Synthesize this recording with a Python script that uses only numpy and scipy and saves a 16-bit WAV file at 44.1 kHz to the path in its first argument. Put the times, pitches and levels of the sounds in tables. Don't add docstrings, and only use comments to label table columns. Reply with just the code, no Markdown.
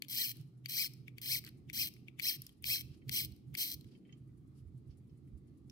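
import sys
import numpy as np
from scipy import signal
from scipy.fft import rfft, irfft, next_fast_len
from scipy.io import wavfile
from scipy.ndimage import uniform_filter1d, map_coordinates

SR = 44100
rng = np.random.default_rng(int(sys.argv[2]) if len(sys.argv) > 2 else 0)


def store_pcm(level_fs):
    pcm = np.round(np.clip(level_fs, -1, 1) * 32767).astype(np.int16)
    wavfile.write(sys.argv[1], SR, np.atleast_2d(pcm).T)


N = 251811
TIME = np.arange(N) / SR

# frequency in hertz, relative density in dB per hertz.
CONTACT_COLOUR = [(900, -33.5), (2100, 5), (3500, 6.5), (4500, -13.5), (5500, -1.5), (6900, 0.5), (9000, 5),
                  (13000, 12.5), (16000, 3.5)]
# frequency in hertz, left-right level in dB,
# left phase lead in radians, likeness (coherence) of the ports from 0 to 1.
PORTS = [(1000, 0, .5, .3), (1450, 5, 1, .6), (2050, 6, 1.9, .8), (2400, 3, 2.2, .88), (2580, 0, 2.85, .98),
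         (2700, 0, 3.14, .999), (2920, 0, 3.22, .997), (3270, 4.5, 3.95, .75), (3600, 0, 3.2, .94),
         (4000, -2, 3.9, .85), (4300, 0, 5.9, .8), (4700, 6, 5.4, .8), (5000, 4, 5.25, .75),
         (5200, -1, 6.3, .75), (5550, 4, 7.7, .7), (5900, 9, 6.3, .6), (7500, 10, 8, .25), (8100, 9, 6, .4),
         (8400, 0, 6.3, .85), (9500, 2, 8, .4), (10500, 6, 9.9, .55), (11400, 4, 10.3, .4),
         (11900, -1, 10.9, .6), (12500, 2, 11.7, .7), (13700, 3, 12.6, .3), (15500, 2, 12.9, .35)]


def amp(db):
    return 10 ** (np.asarray(db) / 20)


def unit(x):
    return x / np.sqrt(np.mean(x ** 2) + 1e-20)


def along(points, hz, axis=1):
    table = np.transpose(points)
    return np.interp(np.log(hz + 1), np.log(table[0] + 1), table[axis])


def wobble(rate):
    knots = rng.standard_normal(int(N * rate / SR) + 4)
    return map_coordinates(knots, [TIME * rate])


def filtered(x, response):
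    size = next_fast_len(x.shape[-1] + 8192)
    hz = np.fft.rfftfreq(size, 1 / SR)
    return irfft(rfft(x, size) * response(hz), size)[..., :x.shape[-1]]


def coloured(x, spectrum):
    return unit(filtered(x, lambda hz: amp(along(spectrum, hz))))


def shelved(x, treble_db):
    return unit(filtered(x, lambda hz: amp(treble_db / (1 + (7000 / (hz + 1)) ** 6))))


def resonance(hz, centre_hz, width_hz):
    return 1j * hz * width_hz / (centre_hz ** 2 - hz ** 2 + 1j * hz * width_hz)


def causal(gain):
    cepstrum = irfft(np.log(unit(gain)))
    half = len(cepstrum) // 2
    fold = np.r_[1, np.full(half - 1, 2), 1, np.zeros(half - 1)]
    return np.exp(rfft(cepstrum * fold))


def shifting(x, depth_db, width_hz, hold_s):
    hz, t, z = signal.stft(x, SR, nperseg=512)
    grid = np.meshgrid(hz / width_hz, t / hold_s, indexing="ij")
    field = map_coordinates(rng.standard_normal(z.shape[1:]), grid)
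    return signal.istft(z * unit(amp(depth_db * field)), SR, nperseg=512)[1][:, :N]


def panned(x, db):
    return x * amp([[db / 2], [-db / 2]])


def spread(pair):
    def mixing(hz):
        turn = np.arccos(np.clip(along(PORTS, hz, axis=3), 0, 1)) / 2
        return np.array([np.cos(turn), np.sin(turn)])
    shared, apart = filtered(pair, mixing)
    return np.array([shared + apart, shared - apart])


def add(track, s, sound):
    part = track[..., max(round(s * SR), 0):][..., :sound.shape[-1]]
    part += sound[..., :part.shape[-1]]


def low_noise(spectrum, apart_db, steadiness):
    mid, side = coloured(rng.standard_normal((2, N)), spectrum)
    swell = abs(uniform_filter1d(mid ** 2, size=SR // 12)) + 1e-6
    mid = unit(mid / swell ** (steadiness / 2))
    side = amp(apart_db) * side
    return np.array([mid + side, mid - side])


def rumble_levels():
    # time in seconds, thudding in dB, drone in dB, body in dB.
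    steady_rows = [(0, -89.5, -64.5, -63), (0.26, -76, -65, -65), (0.34, -79, -55.5, -67),
                   (1.7, -66, -58.5, -61.5), (2.202, -74.5, -60, -64), (2.55, -71, -69, -67.5),
                   (3.149, -64.5, -64, -59), (3.65, -73.5, -65, -64.5), (3.999, -78, -65, -59.5),
                   (4.25, -67, -57, -64.5), (5.7, -65, -60, -62.5)]
    # time in seconds, swell length (centre to 1/e) in seconds,
    # thudding in dB, drone in dB.
    bumps = [(0.38, 0.034, -88, -51), (1.052, 0.073, -84, -54), (1.362, 0.03, -59.5, -59),
             (1.824, 0.043, -62.5, -53), (2.374, 0.052, -84.5, -52), (2.664, 0.058, -60, -54.5),
             (2.837, 0.077, -62, -53), (2.918, 0.017, -58, -67), (3.092, 0.054, -72.5, -46),
             (3.249, 0.036, -56, -49), (3.316, 0.031, -55.5, -59), (3.515, 0.047, -62, -50),
             (3.769, 0.034, -57.5, -52.5), (3.866, 0.018, -58.5, -52), (4.669, 0.041, -53, -68),
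             (4.901, 0.033, -54, -60.5), (5.35, 0.023, -49, -53.5)]
    body_share_db = -14
    s, *columns = np.transpose(steady_rows)
    steady = amp([np.interp(TIME, s, column) for column in columns])
    swells = 0
    for at, length, thud_db, drone_db in bumps:
        bump = np.exp(-((TIME - at) / length) ** 2)
        swells = swells + amp([[thud_db], [drone_db], [drone_db + body_share_db]]) * bump
    return np.hypot(steady, swells)


def background():
    # frequency in hertz, relative density in dB per hertz.
    thud_colour = [(20, -31), (40, -20.5), (58, -2), (75, 1.5), (92, 3), (115, -22), (200, -82.5)]
    drone_colour = [(70, -51.5), (102, -5.5), (123, 14.5), (140, 8.5), (170, -1), (230, -55)]
    body_colour = [(120, -19.5), (180, 0), (218, 1.5), (260, -2), (310, -1), (400, -11.5), (500, -22),
                   (640, -31), (1000, -43.5), (2000, -56)]
    hiss_colour = [(500, -2), (750, 6), (950, -0.5), (1200, 5), (1600, -5.5), (2100, -0.5), (2500, -5.5),
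                   (4500, -6), (6000, -13), (10000, -14.5), (12500, -17.5), (13500, -29.5), (16000, -45)]
    thud_gain, drone_gain, body_gain = rumble_levels()
    thud = thud_gain * panned(low_noise(thud_colour, apart_db=-21.5, steadiness=0.79), -9.0)
    drone = panned(low_noise(drone_colour, apart_db=-18.0, steadiness=0.16), -3.5)
    drone = drone_gain * amp(2.2 * wobble(21)) * drone
    body = body_gain * panned(low_noise(body_colour, apart_db=-7.5, steadiness=0.13), -0.76)
    hiss = coloured(rng.standard_normal((2, N)), hiss_colour)
    hiss = amp(-84.5) * shifting(hiss, depth_db=3, width_hz=70, hold_s=.09)
    return thud + drone + body + hiss


def clacks(crack_t60=0.0016, chatter_db=-26, chatter_s=0.0083, chatter_grows=0.16,
           lead_in_db=-31, lead_in_s=0.0066):
    # time in seconds, relative level in dB, overtones in dB.
    strikes = [(0.022, -24, -6.5), (0.659, -25.5, -7.5), (1.081, -30.5, -27.5), (1.183, -30, -13.5),
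               (1.699, -26.5, -19), (2.0833, -31, -34), (2.1972, -20.5, -16), (2.2035, -27.5, -16.5),
               (2.6418, -23, -8), (3.0941, -23.5, -6.5), (3.5511, -22.5, -12.5)]
    # frequency in hertz, level in dB, 60 dB decay in seconds.
    stem_modes = [(2250, 0, .011), (2560, -1, .008), (3080, -5, .006), (3850, -9, .005), (4520, -5, .012),
                  (4850, -10, .009), (5650, -13, .005), (7400, -20, .005), (10200, -15, .004),
                  (12600, -8, .003)]
    pan_db = 4.5
    out, t = np.zeros((2, N)), np.arange(SR // 20) / SR
    for s, db, overtone_db in strikes:
        snap_db = 2 + 0.42 * overtone_db
        modes = np.array(stem_modes) * rng.normal(1, [.02, .15, .15], (len(stem_modes), 3))
        rings = []
        for k, (hz, level, t60) in enumerate(modes):
            decay = amp(level + rng.normal(0, 2) - 60 * t / t60)
            rings.append((-1) ** k * decay * np.sin(2 * np.pi * hz * t))
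        ring = sum(rings[:2]) + amp(overtone_db + 10.5) * sum(rings[2:])
        crack, chatter, lead_in = coloured(rng.standard_normal((3, 2, len(t))), CONTACT_COLOUR)
        lead_in = shelved(lead_in, snap_db - 16.5) * np.exp(-t[::-1] / lead_in_s)
        add(out, s - t[-1], amp(db + lead_in_db) * panned(lead_in, pan_db))
        crack = amp(snap_db) * crack * amp(-60 * t / crack_t60)
        add(out, s, amp(db - 8.5) * panned(ring + crack, pan_db))
        chatter = shelved(chatter, snap_db - 15) * np.exp(-t / chatter_s)
        add(out, s, amp(db + chatter_db + chatter_grows * overtone_db) * panned(chatter, pan_db))
    return signal.sosfilt(signal.butter(5, 1700, "high", fs=SR, output="sos"), out)


def escapement(first_s=0.068, tick_db=-71.5):
    # frequency in hertz, relative density in dB per hertz.
    beat_colour = [(2500, -26), (4400, -12), (6000, -14), (7300, -5), (8300, -10), (9700, 2), (10800, -10),
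                   (12200, -6), (13500, -26)]
    beats = 10 * (TIME - first_s)
    age = beats % 1 / 10
    accent_db = 3.5 * (np.floor(beats) % 2) - 1 + 2.5 * wobble(10)
    strike = amp(accent_db - 60 * age / .075) * (1 - np.exp(-age / .007)) ** 2
    return amp(tick_db) * strike * panned(coloured(rng.standard_normal((2, N)), beat_colour), 4.1)


def snags():
    # time in seconds, force in dB.
    catches = [(0.0841, -38.5), (0.0887, -39), (0.2934, -35), (0.3154, -45), (0.696, -36.5),
               (1.2161, -37.5), (1.731, -38.5), (1.8714, -36), (1.8874, -41.5), (2.8095, -34.5),
               (3.2164, -35.5), (3.2485, -32.5), (3.7164, -31.5)]
    out, t = np.zeros(N), np.arange(SR // 100) / SR
    for s, db in catches:
        add(out, s, amp(db) * np.exp(-t / .0008))
    return out


def crown_motion():
    # start, fastest moment and end in seconds, relative level in dB,
    # top tooth rate in hertz, speeding up and slowing down in seconds, relative singing in dB, drag from 0 to 1.
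    flicks = [(0.095, 0.209, 0.318, -34.5, 2027, 0.052, 0.065, -7, 0.27),
              (0.686, 0.81, 0.87, -34, 2495, 0.055, 0.046, -4, 0.2),
              (1.217, 1.337, 1.39, -33.5, 2608, 0.056, 0.039, -3, 0.07),
              (1.731, 1.812, 1.884, -34, 2746, 0.05, 0.046, -3.5, 0.02),
              (2.217, 2.281, 2.365, -33.5, 2682, 0.042, 0.043, -2, 0.01),
              (2.653, 2.731, 2.816, -33, 2689, .06, .037, -2.5, 0.12),
              (3.114, 3.174, 3.258, -33, 3000, 0.044, 0.044, -6, 0.1),
              (3.571, 3.617, 3.744, -33.5, 3160, 0.027, 0.03, -9.5, 0.45)]
    grip_s, release_s = .008, .0045
    ease_db_per_s = 10
    drag_speed = .25
    rows = np.array(flicks)
    nearest = np.argmin(abs(TIME[:, None] - rows[:, 1]), axis=1)
    start, fastest, end, db, top_hz, rise, fall, sing_db, drag = rows[nearest].T
    late = TIME - fastest
    speed = 1 / (1 + (late / np.where(late < 0, rise, fall)) ** 2)
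    held = np.clip(.5 + (TIME - start) / grip_s, 0, 1)
    held = held * np.exp(-np.maximum(TIME - end, 0) / release_s)
    level = amp(db - ease_db_per_s * late) * held * (drag + (1 - drag) * speed)
    rate_hz = top_hz * (speed + drag_speed * drag * (1 - speed))
    return rate_hz, speed, sing_db, level


def tooth_count(rate_hz, jitter):
    uneven = 1 + jitter * wobble(900) + 0.0083 * wobble(110)
    return np.cumsum(abs(rate_hz * uneven)) / SR


def ratchet(passed, rate_hz, scatter_db, rub_db):
    tooth = passed.astype(int)
    size = amp(scatter_db * rng.standard_normal(N))[tooth]
    since_s = (passed - tooth) / rate_hz
    force = size * np.exp(-since_s / .00045) + amp(rub_db)
    return force / np.sqrt(abs(uniform_filter1d(force ** 2, size=SR // 80)))


def rasp(force):
    # frequency in hertz, relative density in dB per hertz.
    case_colour = [(900, -40.5), (1400, -29.5), (1750, -23), (2050, -7.5), (2400, -3.5), (2700, -7),
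                   (3000, 0), (3250, 2), (3520, -6), (3800, -0.5), (4150, 4.5), (4550, -3), (4950, 0),
                   (5400, -1.5), (6100, 0.5), (6500, -12), (6850, -18.5), (7350, -7), (8500, -5),
                   (8850, -6), (10200, -2.5), (11300, -4), (11800, 3), (12200, 1), (13000, 3),
                   (13450, -1.5), (14300, 2.5), (15000, 1.5), (15600, -1)]
    scrape = spread(force * rng.standard_normal((2, N)))
    return filtered(scrape, lambda hz: causal(amp(along(case_colour, hz))))


def teeth(passed, flutter_db, count=4):
    # frequency in hertz, gain in dB.
    sing_colour = [(900, -42), (1300, -30), (1600, -13), (2000, 0), (2400, 4), (3000, 6), (3500, -1),
                   (3900, 6), (4250, 6), (4550, 4), (5000, 7), (5400, 6.5), (6100, -1), (6800, -18),
                   (7500, -6), (8500, -7), (15000, -20)]
    tone = sum(amp(flutter_db * wobble(500)) * np.sin(2 * np.pi * k * passed) for k in range(1, count + 1))
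    return filtered(unit(tone), lambda hz: amp(along(sing_colour, hz)))


def plates(x):
    # frequency in hertz, width in hertz, boost in dB.
    plate_modes = [(2395, 45, 3), (4210, 60, 2), (4350, 50, 4), (5060, 70, 2), (5235, 70, 4), (5680, 50, 3),
                   (12600, 100, 3), (13055, 50, 4), (14333, 40, 6)]

    def response(hz):
        return 1 + sum((amp(db) - 1) * resonance(hz, mode, width) for mode, width, db in plate_modes)
    return filtered(x, response)


def winding():
    rate_hz, speed, sing_db, level = crown_motion()
    passed = tooth_count(rate_hz, jitter=.032)
    push = amp(0.3) * speed ** .13 * level * amp(0.7 * wobble(130))
    force = push * ratchet(passed, rate_hz, scatter_db=2, rub_db=-14)
    song = push * amp(sing_db - 3) * speed ** .6 * teeth(passed, flutter_db=4.5)
    return plates(shifting(rasp(force + snags()) + song, depth_db=2, width_hz=130, hold_s=.1))


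def ticks(t60=0.0081, ring_t60=0.0214, ring_db=-2, width_hz=450):
    # time in seconds, relative level in dB,
    # ring frequency in hertz, relative treble in dB.
    touches = [(0.369, -42, 4160, 2.5), (0.412, -48, 5350, 1.5), (0.877, -41, 4250, -11.5),
               (0.936, -41, 5120, -4), (1.44, -42, 2300, -20), (1.448, -36, 4300, -11),
               (1.4647, -39.5, 4350, -26), (1.475, -41.5, 2275, -24), (1.4895, -40.5, 4260, -4.5),
               (1.938, -43.5, 5070, -2.5), (1.9639, -51.5, 2380, -24), (2.191, -41.5, 2400, -19),
               (2.419, -29, 5000, 3.5), (2.466, -35, 5160, -9), (2.492, -47.5, 3100, -18.5),
               (2.624, -41, 9850, -2.5), (3.0819, -45, 4490, -1), (3.321, -50.5, 4270, -15),
               (3.363, -53, 4360, -7), (3.5424, -38, 2240, -8.5), (3.81, -47, 4180, -12),
               (3.8435, -52.5, 3200, -30), (5.698, -45.5, 5400, -35)]
    out, t = np.zeros((2, N)), np.arange(SR // 20) / SR
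    onset = 1 - np.exp(-t / .0004)
    for s, db, ring_hz, treble_db in touches:
        force = spread(rng.standard_normal((2, len(t))))
        burst = shelved(coloured(force, CONTACT_COLOUR), treble_db + 14.5) * amp(-60 * t / t60)
        ring = unit(filtered(force, lambda hz: resonance(hz, ring_hz, width_hz)))
        ring *= amp(ring_db - 60 * t / ring_t60) / (1 + amp(treble_db + 4.5))
        add(out, s, amp(db - 4.0) * panned(burst + ring, -0.5) * onset)
    return out


def brushes(uneven_db=3, focus_db=7, width_hz=900):
    # middle in seconds, swell length (centre to 1/e) in seconds,
    # level in dB, treble in dB, resonance in hertz.
    strokes = [(0.396, 0.037, -69.5, 9, 4300), (1.476, 0.018, -60.5, 8, 1770),
               (2.461, 0.063, -70.5, 17, 4193), (2.928, 0.045, -71, 2, 4843), (3.922, 0.066, -76, 2, 4780),
               (4.11, 0.077, -80, -24, 2235), (4.58, 0.036, -78.5, 13, 4870),
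               (4.925, 0.035, -83, -0.5, 5230)]
    # frequency in hertz, relative density in dB per hertz.
    skin_colour = [(700, -30.5), (1400, -1.5), (2100, -1.5), (3100, 5.5), (3800, -3.5), (5200, -4),
                   (6800, -9.5), (12000, -10.5), (16000, -32.5)]
    out, t = np.zeros((2, N)), np.arange(SR // 4) / SR
    middle = t[-1] / 2
    for s, length, db, treble_db, centre_hz in strokes:
        friction = coloured(rng.standard_normal((2, len(t))), skin_colour)
        friction = filtered(friction, lambda hz: 1 + amp(focus_db) * resonance(hz, centre_hz, width_hz))
        swell = np.exp(-((t - middle) / length) ** 2)
        add(out, s - middle, amp(db) * shelved(friction, treble_db) * swell)
    return out * amp(uneven_db * wobble(100))


def knocks(focus_db=22, scuff_db=-8, scuff_t60=0.025):
    # time in seconds, peak in dB, strongest hertz.
    shifts = [(3.018, -62.5, 2200), (3.95, -60.5, 2900), (4.051, -66, 2300), (4.09, -62, 1900),
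              (4.094, -66, 2650), (4.125, -52, 2990), (4.1238, -60.5, 8000), (4.289, -79, 2050),
              (4.68, -78, 2100), (4.906, -69, 5230), (5.095, -70, 4420), (5.274, -73.5, 2090),
              (5.48, -76, 4450)]
    # frequency in hertz, level in dB, 60 dB decay in seconds.
    fitting_modes = [(1850, -4, .05), (2000, -4, .07), (2240, 0, .05), (2650, -3, .035), (3110, 3, .06),
                     (4450, -4, .09), (5260, -3, .06), (5600, -5, .04), (6490, -3, .06)]
    out, t = np.zeros((2, N)), np.arange(SR // 8) / SR
    for s, db, centre_hz in shifts:
        ring = 0
        for k, (hz, level, t60) in enumerate(fitting_modes):
            mode_db = level - focus_db * abs(np.log2(hz / centre_hz))
            ring = ring + (-1) ** k * amp(mode_db - 60 * t / t60) * np.sin(2 * np.pi * hz * t)
        contact = (t == 0) + rng.standard_normal((2, len(t))) * amp(scuff_db - 60 * t / scuff_t60)
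        knock = signal.fftconvolve(contact, ring[None], axes=1)
        add(out, s, amp(db) * knock / abs(knock).max())
    return out


def ports(x):
    def response(hz):
        gains = panned(1, along(PORTS, hz))[:, 0]
        lead = np.exp(.5j * along(PORTS, hz, axis=2))
        return gains / np.sqrt(np.mean(gains ** 2, axis=0)) * [lead, lead.conj()]
    return filtered(x, response)


def room(x):
    # frequency in hertz, 60 dB decay in seconds.
    decay = [(500, .45), (3000, .5), (8000, .4), (15000, .3)]
    hz, t, z = signal.stft(rng.standard_normal((2, SR * 3 // 4)), SR, nperseg=256)
    tail = signal.istft(z * amp(-60 * t / along(decay, hz)[:, None]), SR, nperseg=256)[1]
    tail = np.pad(tail / np.linalg.norm(tail[0]), ((0, 0), (SR // 200, 0)))
    return signal.fftconvolve(x, tail, axes=1)[:, :N]


def scene():
    # time in seconds, left-right level in dB.
    drift = [(0.2, 0.41), (1.8, 0.35), (2.3, 0.26), (2.75, -0.18), (3.2, -0.74), (3.7, -0.37)]
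    lean = np.interp(TIME, *np.transpose(drift))
    inside = clacks() + winding() * amp([lean / 2, -lean / 2]) + ticks()
    watch = ports(inside) + escapement() + brushes() + knocks()
    return background() + watch + amp(-22.0) * room(watch)


def record(dry):
    return filtered(dry, lambda hz: 1 / np.sqrt(1 + (hz / 15760) ** 400))


dry = scene()
out = record(dry)
store_pcm(out)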